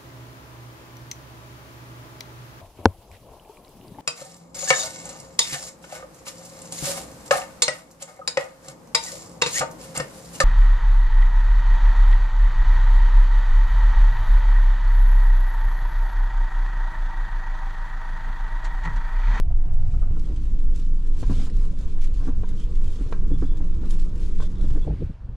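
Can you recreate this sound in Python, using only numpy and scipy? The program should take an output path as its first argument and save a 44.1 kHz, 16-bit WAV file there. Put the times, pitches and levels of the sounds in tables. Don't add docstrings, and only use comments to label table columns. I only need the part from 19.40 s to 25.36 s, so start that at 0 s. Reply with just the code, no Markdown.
import sys
import numpy as np
from scipy import signal
from scipy.fft import rfft, irfft, next_fast_len
from scipy.io import wavfile
from scipy.ndimage import uniform_filter1d, map_coordinates

SR = 44100
rng = np.random.default_rng(int(sys.argv[2]) if len(sys.argv) > 2 else 0)


def to_wav(sig):
    pcm = np.clip(np.atleast_2d(sig), -1, 1) * 32767
    pcm = np.round(pcm).astype(np.int16)
    wavfile.write(sys.argv[1], SR, pcm.T)


def volts_from_db(level):
    exponent = np.asarray(level, float) / 20
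    return 10 ** exponent


N = 262826
SEAT_CUT_S, OUTDOOR_CUT_S = .705, 5.46

# [time_s, pitch_hz]
BOOM = [(0, 16.65), (1.3, 20.3), (2.2, 18.35), (2.6, 17.54), (4.0, 17), (4.7, 16.65), (5.5, 18.2)]
# [peak_s, boom_db]
HEAVES = [(0, -16), (.15, -17), (.38, -14), (.6, -16.5), (.78, -16.5), (1.08, -22.5), (1.265, -12),
          (1.498, -16.5), (1.72, -18), (2.0, -18.5), (2.221, -14), (2.63, -11.5), (2.9, -18), (3.1, -19.5),
          (3.428, -14.5), (3.82, -16), (4.049, -18.5), (4.27, -15.5), (4.57, -13), (4.8, -26),
          (4.98, -13.5), (5.33, -12.5)]
# [freq_hz, density_db]
SHAKE = [(5, -12), (9, -12), (14, -5), (25, -5), (34, -3.5), (42, -13), (60, -31.5), (150, -120)]
# [time_s, level_db]
GROUND = [(0, 2.5), (.25, 4), (.7, 5.5), (.8, -1), (1.6, -5), (1.9, 5.5), (2.15, -0.5), (2.65, -2),
          (2.95, 2.5), (3.7, -2.5), (3.95, 4), (4.3, -0.5), (4.63, -2), (4.8, -1), (5.05, -1.5),
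          (5.35, 4.5), (5.45, -0.5)]
# [freq_hz, density_db]
RUMBLE = [(30, -26.5), (45, 2), (70, -5), (108, -10.5), (150, -17.5), (250, -57), (400, -120)]
# [freq_hz, density_db]
ROAD_REAR = [(90, -39.5), (140, 4.5), (200, -8.5), (330, -10.5), (420, -19.5), (670, -21), (705, -16.5),
             (745, -20), (1500, -31.5), (3000, -39.5), (6000, -120)]
# [freq_hz, density_db]
ROAD_FRONT = [(85, -38.5), (140, -14), (176, 3), (220, -6), (283, -6), (467, -14), (670, -26.5), (830, -29),
              (990, -24), (1700, -35), (3000, -41.5), (6000, -120)]
# [start_s, length_s, roar_db]
ROAR_SWELLS = [
    (0.947, 0.21, 0),
    (1.217, 0.6, -3),
    (2.126, .18, 2),
    (2.347, 0.22, -0.5),
    (3.798, 0.3, -1),
    (4.456, .24, 3.5),
    (5.054, 0.58, 2),
]
# [freq_hz, likeness_0_to_1]
ALIKE = [(60, 1.0), (130, 1.0), (290, 0.98), (640, 0.87), (1410, 0.56), (3100, 0.47), (6820, 0.78),
         (15000, 0.68)]
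# [time_s, mesh_hz, load_db]
GEARS = [(.7, 310, 5), (.95, 306.6, -0.5), (1.25, 261.8, -2), (1.5, 267.3, 0), (1.8, 287, -1.5),
         (2.3, 300.3, -4), (2.8, 319.7, -19), (3.0, 341, 0), (3.3, 320, -30), (3.8, 340.4, -0.5),
         (4.0, 306.9, 3), (4.2, 310, 2), (4.45, 330.8, 4), (4.7, 321, 1.5), (4.85, 319.1, 2),
         (5.0, 341.3, 1), (5.2, 343.1, 3), (5.45, 333.4, -6)]
# [start_s, length_s, level_db]
PULLS = [
    (0.754, 0.58, -34),
    (1.747, .5, -42),
    (3.71, 0.51, -32.5),
    (4.65, .75, -32.5),
]
# [start_s, thud_db, clack_db, ring_db]
CLACKS = [
    (0.709, -47, -41.5, -58),
    (1.828, -34, -33.5, -40),
    (1.896, -29.5, -54, -41),
    (3.033, -48, -37, -43.5),
    (3.662, -61, -45, -55),
    (3.724, -38, -28.5, -29.5),
    (4.999, -43, -30.5, -35.5),
]
# [start_s, thud_db, clack_db, rattle_db, chatter_s]
JOLTS = [(0.104, -42, -46, -51.5, 0.023), (0.536, -38.5, -49.5, -47.5, 0.017),
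         (0.617, -47, -45.5, -44.5, 0.018), (0.766, -40, -45, -54, 0.01), (0.949, -48, -70, -63, 0.015),
         (1.88, -48, -60, -62, 0.019), (1.9, -25, -40, -31.5, 0.025), (1.981, -32, -39, -38.5, 0.031),
         (2.007, -30, -43, -43, 0.033), (2.061, -58, -48, -40, 0.021), (2.567, -36, -50, -43.5, 0.025),
         (2.804, -36, -40, -42, 0.056), (2.868, -21.5, -35, -35, 0.031), (3.604, -28.5, -56, -46, 0.016),
         (3.903, -25, -65, -43, 0.033), (3.943, -34, -58, -47, 0.02), (4.016, -22.5, -56, -33.5, 0.025),
         (4.199, -32.5, -42, -43, 0.018), (4.43, -52, -42, -46, 0.016), (5.017, -43, -38, -49, 0.025),
         (5.237, -26.5, -66, -51, 0.02), (5.347, -24, -37, -37.5, 0.017), (5.37, -36, -34.5, -45, 0.0086)]
# [freq_hz, level_db, t60_share]
THUD = [(179, 5, 0.49), (265.7, 6.5, 1), (310, -2.5, 0.58)]
# [freq_hz, level_db, t60_share]
CLACK = [(405, -2, 0.26), (462, 1.5, 0.65), (560, 6, 0.17)]
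# [freq_hz, level_db, t60_share]
PLASTIC = [(640, 0, .4), (745, -3, .4), (980, 4, .4), (1080, -2, .5), (1300, -3, .7), (1580, -10, 1.7),
           (1850, -5, .35), (2420, -13, .6), (2900, -15, .4), (3600, -16, .4), (3960, -11, .3)]
# [freq_hz, level_db, t60_share]
RATTLE = [(724, -2, 2.2), (976, 1, 1.2), (1135, 4, 0.9), (1304, 1, 1.2), (1500, -3, 0.9), (2070, -14, .6)]
# [freq_hz, level_db, t60_share]
RATTLE_REAR = [(624, 0, 1.3), (715, 3, 1.5), (935, -10, 2), (1150, -1, 1.7), (1255, 4, 1.8),
               (1400, -6, 0.93)]
# [start_s, pitch_hz, level_db,
# t60_s]
KNOCKS = [(0.33, 121, -32, .2), (0.69, 70, -25, 0.25), (1.8975, 184, -19.5, 0.088), (1.978, 170, -26, .05),
          (2.005, 166, -25, 0.063), (2.78, 100, -31, .25), (3.17, 102, -32, .25),
          (3.46, 100.5, -30.5, 0.36), (3.9, 142, -31, .25), (4.431, 340, -32.5, 0.046),
          (5.01, 103, -29, .2), (5.31, 102, -30, .25), (5.371, 379.6, -34, .04),
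          (0.55, 700, -44, .04), (.617, 630, -37, .045), (.708, 440, -38, .03), (.709, 800, -45, .02),
           (.63, 900, -46, .03), (1.46, 170, -36, 0.6), (1.836, 990, -34, .04), (2.8, 1000, -44, 0.033),
           (3.16, 5700, -60, 0.12), (3.195, 5650, -59, .08), (4.801, 2400, -52, .02),
           (3.745, 1050, -40, .025), (3.772, 1250, -47, .02), (3.773, 2400, -54, .025),
           (5.003, 990, -35, .04), (5.021, 1070, -34, .03), (5.026, 850, -42, .025),
           (5.028, 1520, -44, .03), (5.446, 1040, -46, 0.03), (5.451, 420, -33, 0.034),
          (0.104, 700, -40, 0.045), (0.123, 860, -44, .02), (0.309, 1560, -50, .02), (0.311, 1200, -50, .02),
         (0.539, 1240, -45, .03), (0.546, 1270, -46, 0.033), (0.616, 1400, -45, 0.028),
         (0.626, 1230, -40, .035), (0.64, 1290, -46, .03), (0.754, 1400, -45, 0.023),
         (0.767, 1040, -42, .025), (0.768, 1390, -46, .025), (2.098, 1900, -36, 0.0089),
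         (2.105, 3000, -45, .006), (2.28, 2500, -50, .006), (2.83, 1050, -46, 0.037),
         (2.886, 462, -29, 0.04), (2.888, 1150, -42, .02), (2.902, 990, -40, 0.033),
         (2.903, 480, -42, .025), (3.041, 977, -38, .05), (3.042, 1560, -55, 0.046),
         (3.736, 1570, -41, .09), (3.737, 2300, -50, .02), (4.432, 875, -42, .02),
         (4.437, 1440, -44.5, .04), (4.45, 1220, -44, .03), (4.5, 560, -46, .04), (4.52, 1110, -48, .04),
         (4.526, 915, -46, .03), (4.57, 500, -45, .04), (5.196, 956, -48, .03), (5.228, 1346, -46, .03),
         (5.366, 1353, -49, .025)]
# [freq_hz, density_db]
FABRIC = [(400, -61), (1200, -10), (2200, -10), (3500, -8.5), (4200, -11), (7600, -13.5), (8300, -18),
          (10500, -21), (11500, -29.5), (14500, -37), (15800, -38.5), (18000, -120)]
# [start_s, length_s, level_db]
STROKES = [(0.157, 0.028, -69), (0.247, 0.024, -70), (0.358, 0.35, -65), (0.76, 0.38, -74),
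           (1.323, 0.17, -62), (1.617, 0.062, -78), (1.757, 0.14, -54.5), (1.863, 0.11, -53.5),
           (1.933, .16, -47.5), (2.109, 0.17, -61.5), (2.367, 0.099, -60.5), (2.473, 0.082, -60.5),
           (2.602, 0.087, -52.5), (2.722, 0.098, -63.5), (2.789, 0.12, -59.5), (3.047, 0.1, -62),
           (3.16, 0.097, -59), (3.351, 0.034, -65), (3.379, 0.31, -61.5), (3.665, 0.1, -64.5),
           (3.878, 0.041, -71), (3.97, 0.12, -61), (4.406, 0.082, -63.5), (4.488, 0.083, -51.5),
           (4.562, 0.11, -55.5), (4.757, 0.19, -60), (4.937, 0.11, -61), (4.999, 0.081, -55.5),
           (5.17, 0.27, -62.5), (5.397, 0.094, -79)]
# [start_s, peak_db]
RUBS = [(0.3755, -39), (0.8375, -42), (0.9606, -36), (1.1885, -33), (1.667, -38), (2.139, -51),
        (2.609, -44), (2.7413, -38), (3.554, -35), (4.0532, -49), (4.17, -37), (4.22, -36), (4.8035, -58),
        (5.1811, -52)]
# [start_s, peak_db]
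CATCHES = [(0.0832, -54), (0.1101, -56), (0.1461, -55), (0.2478, -52), (0.336, -49), (0.7944, -40),
           (0.853, -47.5), (0.8864, -50), (1.0544, -52), (1.3575, -36), (1.3927, -42), (1.4486, -50),
           (1.7469, -55), (2.098, -38), (2.162, -50), (2.278, -48), (2.2523, -48), (2.3845, -46),
           (3.0894, -47), (3.3513, -37.5), (3.4765, -44), (3.5249, -56), (3.71, -50), (3.8781, -49),
           (3.9838, -48), (4.2428, -46), (4.3435, -43), (4.4548, -44), (4.508, -38), (4.5955, -52),
           (4.6907, -49), (4.7546, -39), (4.779, -56), (5.02, -42), (5.0998, -50), (5.1527, -48),
           (5.2106, -39), (5.3063, -46), (5.4211, -51)]
# [time_s, peak_db]
SNAPS = [(0.7887, -53), (0.9604, -49), (1.0536, -52), (1.1848, -47), (1.355, -50), (1.4492, -50),
         (1.6233, -54), (1.6662, -49), (1.7466, -48), (2.1392, -49), (2.1646, -46), (2.199, -46),
         (2.2524, -48), (2.3851, -54), (2.5068, -54), (2.6096, -49), (2.6415, -38), (2.7418, -49),
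         (3.0905, -45), (3.1609, -54), (3.2023, -45), (3.3429, -53), (3.4417, -42), (3.4766, -47),
         (3.525, -48), (3.556, -47), (3.6702, -46), (3.7101, -51), (3.7256, -44), (3.8782, -53),
         (3.984, -49), (4.1711, -49), (4.2429, -52), (4.3437, -52), (4.4913, -47), (4.5068, -40),
         (4.5956, -47), (4.7547, -50), (4.7792, -52), (5.0994, -53), (5.1179, -53), (5.1813, -51),
         (5.2366, -48), (5.3065, -46), (5.3274, -50)]
# [start_s, pitch_hz, level_db, length_s, hoarseness]
SQUEAKS = [(0.83, 3260, -60, 0.046, 1.2), (0.953, 3190, -65, 0.036, 1.1), (3.151, 3220, -60, 0.13, 0.93),
           (3.34, 3400, -62, 0.032, 1.5), (3.425, 3500, -69, 0.22, 2), (5.2, 3483, -66, 0.2, 1.1),
           (3.903, 3440, -59, 0.075, 0.32), (4.075, 3450, -58, 0.071, 0.5), (4.3, 3550, -66, 0.06, 1.4),
           (4.027, 3460, -61, 0.069, .9), (4.971, 3500, -54.5, 0.11, 0.91), (5.143, 3580, -65, 0.13, 1.6),
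           (5.412, 3400, -53, 0.041, 0.54)]
# [time_s, level_db]
WIND = [
    (5.44, -24),
    (5.52, -23),
    (5.575, -32.5),
    (5.63, -24),
    (5.7, -33),
    (5.78, -44),
    (5.82, -35),
    (5.9, -31.5),
    (5.96, -34),
]
# [start_s, over_flutter_db, length_s, sharpness_db]
GUSTS = [
    (5.468, 6, 0.022, 13.5),
    (5.489, 0, 0.018, 17),
    (5.53, 4, 0.038, -12),
    (5.603, 12, 0.034, -12),
    (5.662, -4, 0.035, -18),
    (5.685, 14, 0.04, -7),
    (5.881, 6.5, 0.032, -1),
]
# [freq_hz, density_db]
BUFFET = [(5, -19), (12, -2), (40, 0.5), (90, -7), (150, -11.5), (400, -120)]
# [freq_hz, density_db]
FLUTTER = [(60, -69), (150, 6), (300, -4.5), (500, -14), (900, -36.5), (3000, -120)]
# [freq_hz, density_db]
AIR = [(150, -47), (450, -0.5), (1000, -1), (2000, -11), (4500, -21.5), (8000, -31.5), (11500, -37),
       (12300, -120)]
# [start_s, length_s, first_hz, last_hz, level_db]
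SWIRLS = [
    (5.477, 0.017, 560, 274, -26),
    (5.5052, .006, 129, 110, -18.5),
    (5.506, 0.0042, 805, 600, -34),
    (5.601, 0.014, 70.6, 79.6, -21),
    (5.619, 0.023, 606, 221, -30),
    (5.644, 0.042, 85.5, 95, -25.5),
    (5.695, 0.012, 202, 160, -30.5),
]


def unit(x):
    return x / np.sqrt(np.mean(x ** 2) + 1e-20)


def along(points, hz):
    f, v = np.transpose(points)
    return np.interp(np.log(hz + 1), np.log(f + 1), v)


def curves(rows):
    s, *cols = np.transpose(rows)
    return [np.interp(np.arange(N) / SR, s, c) for c in cols]


def after(s, fade_s):
    return np.clip((np.arange(N) / SR - s) / fade_s + .5, 0, 1)


def hump(s, length_s, power):
    return np.sin(np.pi * np.clip((np.arange(N) / SR - s) / length_s, 0, 1)) ** power


def wobble(rate_hz):
    knots = rng.standard_normal(int(N * rate_hz / SR) + 4)
    return map_coordinates(knots, [np.arange(N) * rate_hz / SR])


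def filtered(x, response):
    m = next_fast_len(N + 8192)
    return irfft(rfft(x, m) * response(np.fft.rfftfreq(m, 1 / SR)), m)[..., :N]


def highpassed(x, corner_hz):
    return filtered(x, lambda hz: 1 / (1 + (corner_hz / (hz + 1)) ** 4))


def rush(spectrum, alike, patchy_db, even=0, window_s=.03):
    z = signal.stft(rng.standard_normal((2, N)), nperseg=512)[2]
    field = uniform_filter1d(rng.standard_normal(z.shape[1:]), size=6, axis=0)
    field = uniform_filter1d(field, size=8, axis=1)
    pair = signal.istft(z * volts_from_db(patchy_db * unit(field)), nperseg=512)[1][:, :N]

    def mid_side(hz):
        turn = np.arccos(np.clip(along(alike, hz), -1, 1)) / 2
        return volts_from_db(along(spectrum, hz)) * [np.cos(turn), np.sin(turn)]

    mid, side = filtered(pair, mid_side)
    swell = np.abs(uniform_filter1d(unit(mid) ** 2, int(window_s * SR))) + 1e-2
    return unit(np.array([mid + side, mid - side]) / swell ** (even / 2))


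def tone(hz, blur_rad, rate_hz):
    wander = wobble(rate_hz)
    return -np.sqrt(2) * np.cos(2 * np.pi * np.cumsum(hz) / SR + blur_rad * (wander - wander[0]))


def panned(x, pan_db):
    return x * volts_from_db(np.array([[pan_db / 2], [-pan_db / 2]]))


def cabin():
    calm_db, half_s = -25, 0.18
    heaves = sum(volts_from_db(db - 2.5) * hump(s - half_s, 2 * half_s, 2.66) for s, db in HEAVES)
    level = volts_from_db(calm_db) + heaves
    boom = level * tone(curves(BOOM)[0], blur_rad=0.81, rate_hz=8)
    shake_db = -25 + 0.5 * curves(GROUND)[0] + 1.8 * wobble(4.8)
    shake = volts_from_db(shake_db) * (level / level.mean()) ** -0.29
    noise = rush(SHAKE, [(20, 0.99)], patchy_db=5, even=0.95, window_s=0.23)
    return panned(boom, -0.58) + shake * panned(noise, -.6)


def tyres():
    rough_db, = curves(GROUND)
    front = after(SEAT_CUT_S, fade_s=0.0062)
    road = front * rush(ROAD_FRONT, ALIKE, patchy_db=2)
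    road = road + (1 - front) * rush(ROAD_REAR, ALIKE, patchy_db=1.2)
    patch_db = sum(db * hump(s, length_s, 1) for s, length_s, db in ROAR_SWELLS)
    road_db = -45.5 + 2.5 * front + 0.22 * rough_db + 0.91 * wobble(13) + patch_db
    rumble = rush(RUMBLE, ALIKE, patchy_db=2.5, even=0.24, window_s=0.062)
    return volts_from_db(-30.5 + rough_db) * rumble + volts_from_db(road_db) * road


def gears():
    mesh_hz, load_db = curves(GEARS)
    mesh_db = -52.5 + 0.51 * load_db - 0.0176 * (mesh_hz - 300)
    upper = volts_from_db(mesh_db + 0.4 * wobble(11)) * tone(mesh_hz, blur_rad=0.3, rate_hz=6.5)
    lower_db = -45.5 + load_db + .9 * wobble(8.4)
    lower = volts_from_db(lower_db) * tone(mesh_hz * .541, blur_rad=0.3, rate_hz=12)
    axle_hz = np.full(N, 698)
    whine = volts_from_db(-64.5 + 2 * wobble(14)) * tone(axle_hz, blur_rad=.7, rate_hz=20)
    front = after(SEAT_CUT_S, fade_s=0.0068)
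    return front * (upper + lower) + (1 - front) * whine


def engine():
    firing_hz = curves(GEARS)[0] * .1803
    throb = tone(firing_hz, blur_rad=.3, rate_hz=5)
    return sum(volts_from_db(db) * hump(s, length_s, .7) for s, length_s, db in PULLS) * throb


def ring(modes, t, t60_s, scatter_db):
    out = 0
    for hz, db, share in modes:
        strength, detune = rng.standard_normal(2)
        decay = volts_from_db(db + scatter_db * strength - 60 * t / (t60_s * share))
        out = out + decay * np.sin(2 * np.pi * hz * (1 + 0.016 * detune) * t)
    return out


def bumps():
    out, t = np.zeros((2, N + SR)), np.arange(SR // 5) / SR

    def panel(db):
        return volts_from_db(db) * ring(THUD, t, t60_s=0.065, scatter_db=-1.5)

    def trim(db):
        return volts_from_db(db) * ring(CLACK, t, t60_s=0.078, scatter_db=2.0)

    for s, thud_db, clack_db, ring_db in CLACKS:
        blow = panel(thud_db) + trim(clack_db)
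        blow = blow + volts_from_db(ring_db) * ring(PLASTIC, t, t60_s=.06, scatter_db=1.2)
        crack = uniform_filter1d(rng.standard_normal(len(t)), size=6)
        crack = uniform_filter1d(crack, size=5) * 1.65
        blow = blow + volts_from_db(ring_db - 8.5 - 60 * t / 0.042) * crack
        out[:, round((s + .001) * SR):][:, :len(t)] += panned(blow * (1 - np.exp(-t / .0005)), 2.2)
    for s, thud_db, clack_db, rattle_db, chatter_s in JOLTS:
        contacts = rng.standard_normal(len(t)) * np.exp(-(t / chatter_s) ** 2)
        contacts = contacts * (1 - np.exp(-t / 0.003))
        contacts = contacts / np.linalg.norm(contacts)
        small = RATTLE if s > .8 else RATTLE_REAR
        parts = panel(thud_db - 3) + trim(clack_db + 1.5)
        parts = parts + volts_from_db(rattle_db + 1.5) * ring(small, t, t60_s=.016, scatter_db=1.5)
        parts = parts * (1 - np.exp(-t / 0.00095))
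        chatter = signal.fftconvolve(parts, contacts)[:len(t)]
        out[:, round(s * SR):][:, :len(t)] += panned(chatter, .6)
    return out[:, :N]


def thumps():
    out = np.zeros(N)
    for s, hz, db, t60_s in KNOCKS:
        u = (np.arange(N) / SR - s).clip(0)
        out -= volts_from_db(db - 60 * u / t60_s) * np.sin(2 * np.pi * hz * u) * (1 - np.exp(-u / 0.001))
    return out


def cloth():
    t = np.arange(SR // 5) / SR
    rest_db = -75.5 + 7 * after(SEAT_CUT_S, fade_s=0.076)
    level = volts_from_db(rest_db + 5.5)
    level = level + sum(volts_from_db(db - 1.0) * hump(s, length_s, 0.88) for s, length_s, db in STROKES)
    for s, db in RUBS:
        level[round(s * SR):][:len(t)] += volts_from_db(db - 16.0 - 60 * t / 0.036) * (1 - np.exp(-t / 0.0027))
    for s, db in CATCHES:
        level[round(s * SR):][:len(t)] += volts_from_db(db - 13.0 - 60 * t / 0.037) * (1 - np.exp(-t / 0.0017))
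    for s, db in SNAPS:
        level[round((s - .003) * SR):][:len(t)] += volts_from_db(db - 17) * np.exp(-((t - .005) / 0.0021) ** 2)
    grit = volts_from_db(0.59 * wobble(28) + 0.54 * wobble(70) + 1.3 * wobble(300))
    hiss = rush(FABRIC, ALIKE, patchy_db=1.5)
    top = highpassed(hiss, 6000)
    flicker = volts_from_db(2.4 * wobble(32)) * (level / volts_from_db(-67.5)) ** 0.072
    return unit(grit) * level * (hiss - top + flicker * top)


def squeaks():
    t, out = np.arange(N) / SR, np.zeros(N)
    rough_db, drift_rad = 4.1 * wobble(200), 2.0 * wobble(280)
    for s, hz, db, length_s, hoarse in SQUEAKS:
        stroke = volts_from_db(db + hoarse * rough_db) * hump(s, length_s, 1.3)
        out += stroke * np.sin(2 * np.pi * hz * t + hoarse * drift_rad)
    return out


def interior(x):
    t = np.arange(SR // 8) / SR
    tail = rng.standard_normal((2, len(t))) * volts_from_db(-60 * t / 0.16)
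    wet = signal.fftconvolve(x, tail / np.linalg.norm(tail[0]), axes=1)[:, :N]
    return highpassed(wet, 450)


def wind():
    strength_db, = curves(WIND)
    mono, since_s = [(20, 1)], (np.arange(N) / SR - OUTDOOR_CUT_S).clip(0)
    burst_db = sum(db * hump(s, length_s, 1.1) for s, db, length_s, _ in GUSTS)
    sharp_db = sum(db * hump(s, length_s, 0.52) for s, _, length_s, db in GUSTS)
    buffet = rush(BUFFET, mono, patchy_db=-1.5, even=0.72, window_s=0.059)
    buffet = volts_from_db(strength_db + 0.32 * burst_db) * buffet
    flutter = rush(FLUTTER, mono, patchy_db=0.5, even=0.51, window_s=0.042)
    flutter = flutter + (volts_from_db(sharp_db) - 1) * highpassed(flutter, 650)
    flutter_db = -34.5 + 1.38 * (strength_db + 25) - 14.3 * since_s + burst_db
    air = rush(AIR, mono, patchy_db=1.0)
    hiss_db = 9.5 - 9.5 * after(5.71, fade_s=0.15)
    air = air + (volts_from_db(hiss_db) - 1) * highpassed(air, 1800)
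    return buffet + volts_from_db(flutter_db) * flutter + volts_from_db(-61) * air


def swirls():
    out = np.zeros(N)
    for s, length_s, first_hz, last_hz, db in SWIRLS:
        u = (np.arange(N) / SR - s).clip(0, length_s)
        cycles = u * (first_hz + (last_hz - first_hz) * u / (2 * length_s))
        out -= volts_from_db(db) * hump(s, length_s, 1) * np.sin(2 * np.pi * cycles)
    return out


def scene():
    knocks = bumps() + squeaks() + thumps()
    inside = cabin() + tyres() + gears() + engine() + knocks + volts_from_db(-8.0) * interior(knocks)
    outdoors = after(OUTDOOR_CUT_S, fade_s=0.011)
    rustle = (1 - after(OUTDOOR_CUT_S + 0.0062, fade_s=.006)) * cloth()
    return (1 - outdoors) * inside + rustle + outdoors * (wind() + swirls())


def roll_off(x):
    return signal.sosfilt(signal.butter(12, 15710, fs=SR, output="sos"), x)


def record(dry):
    soft = dry / (1 + np.abs(dry / .43) ** 4) ** (1 / 4)
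    return roll_off(soft)


dry = scene()
out = record(dry)
to_wav(out)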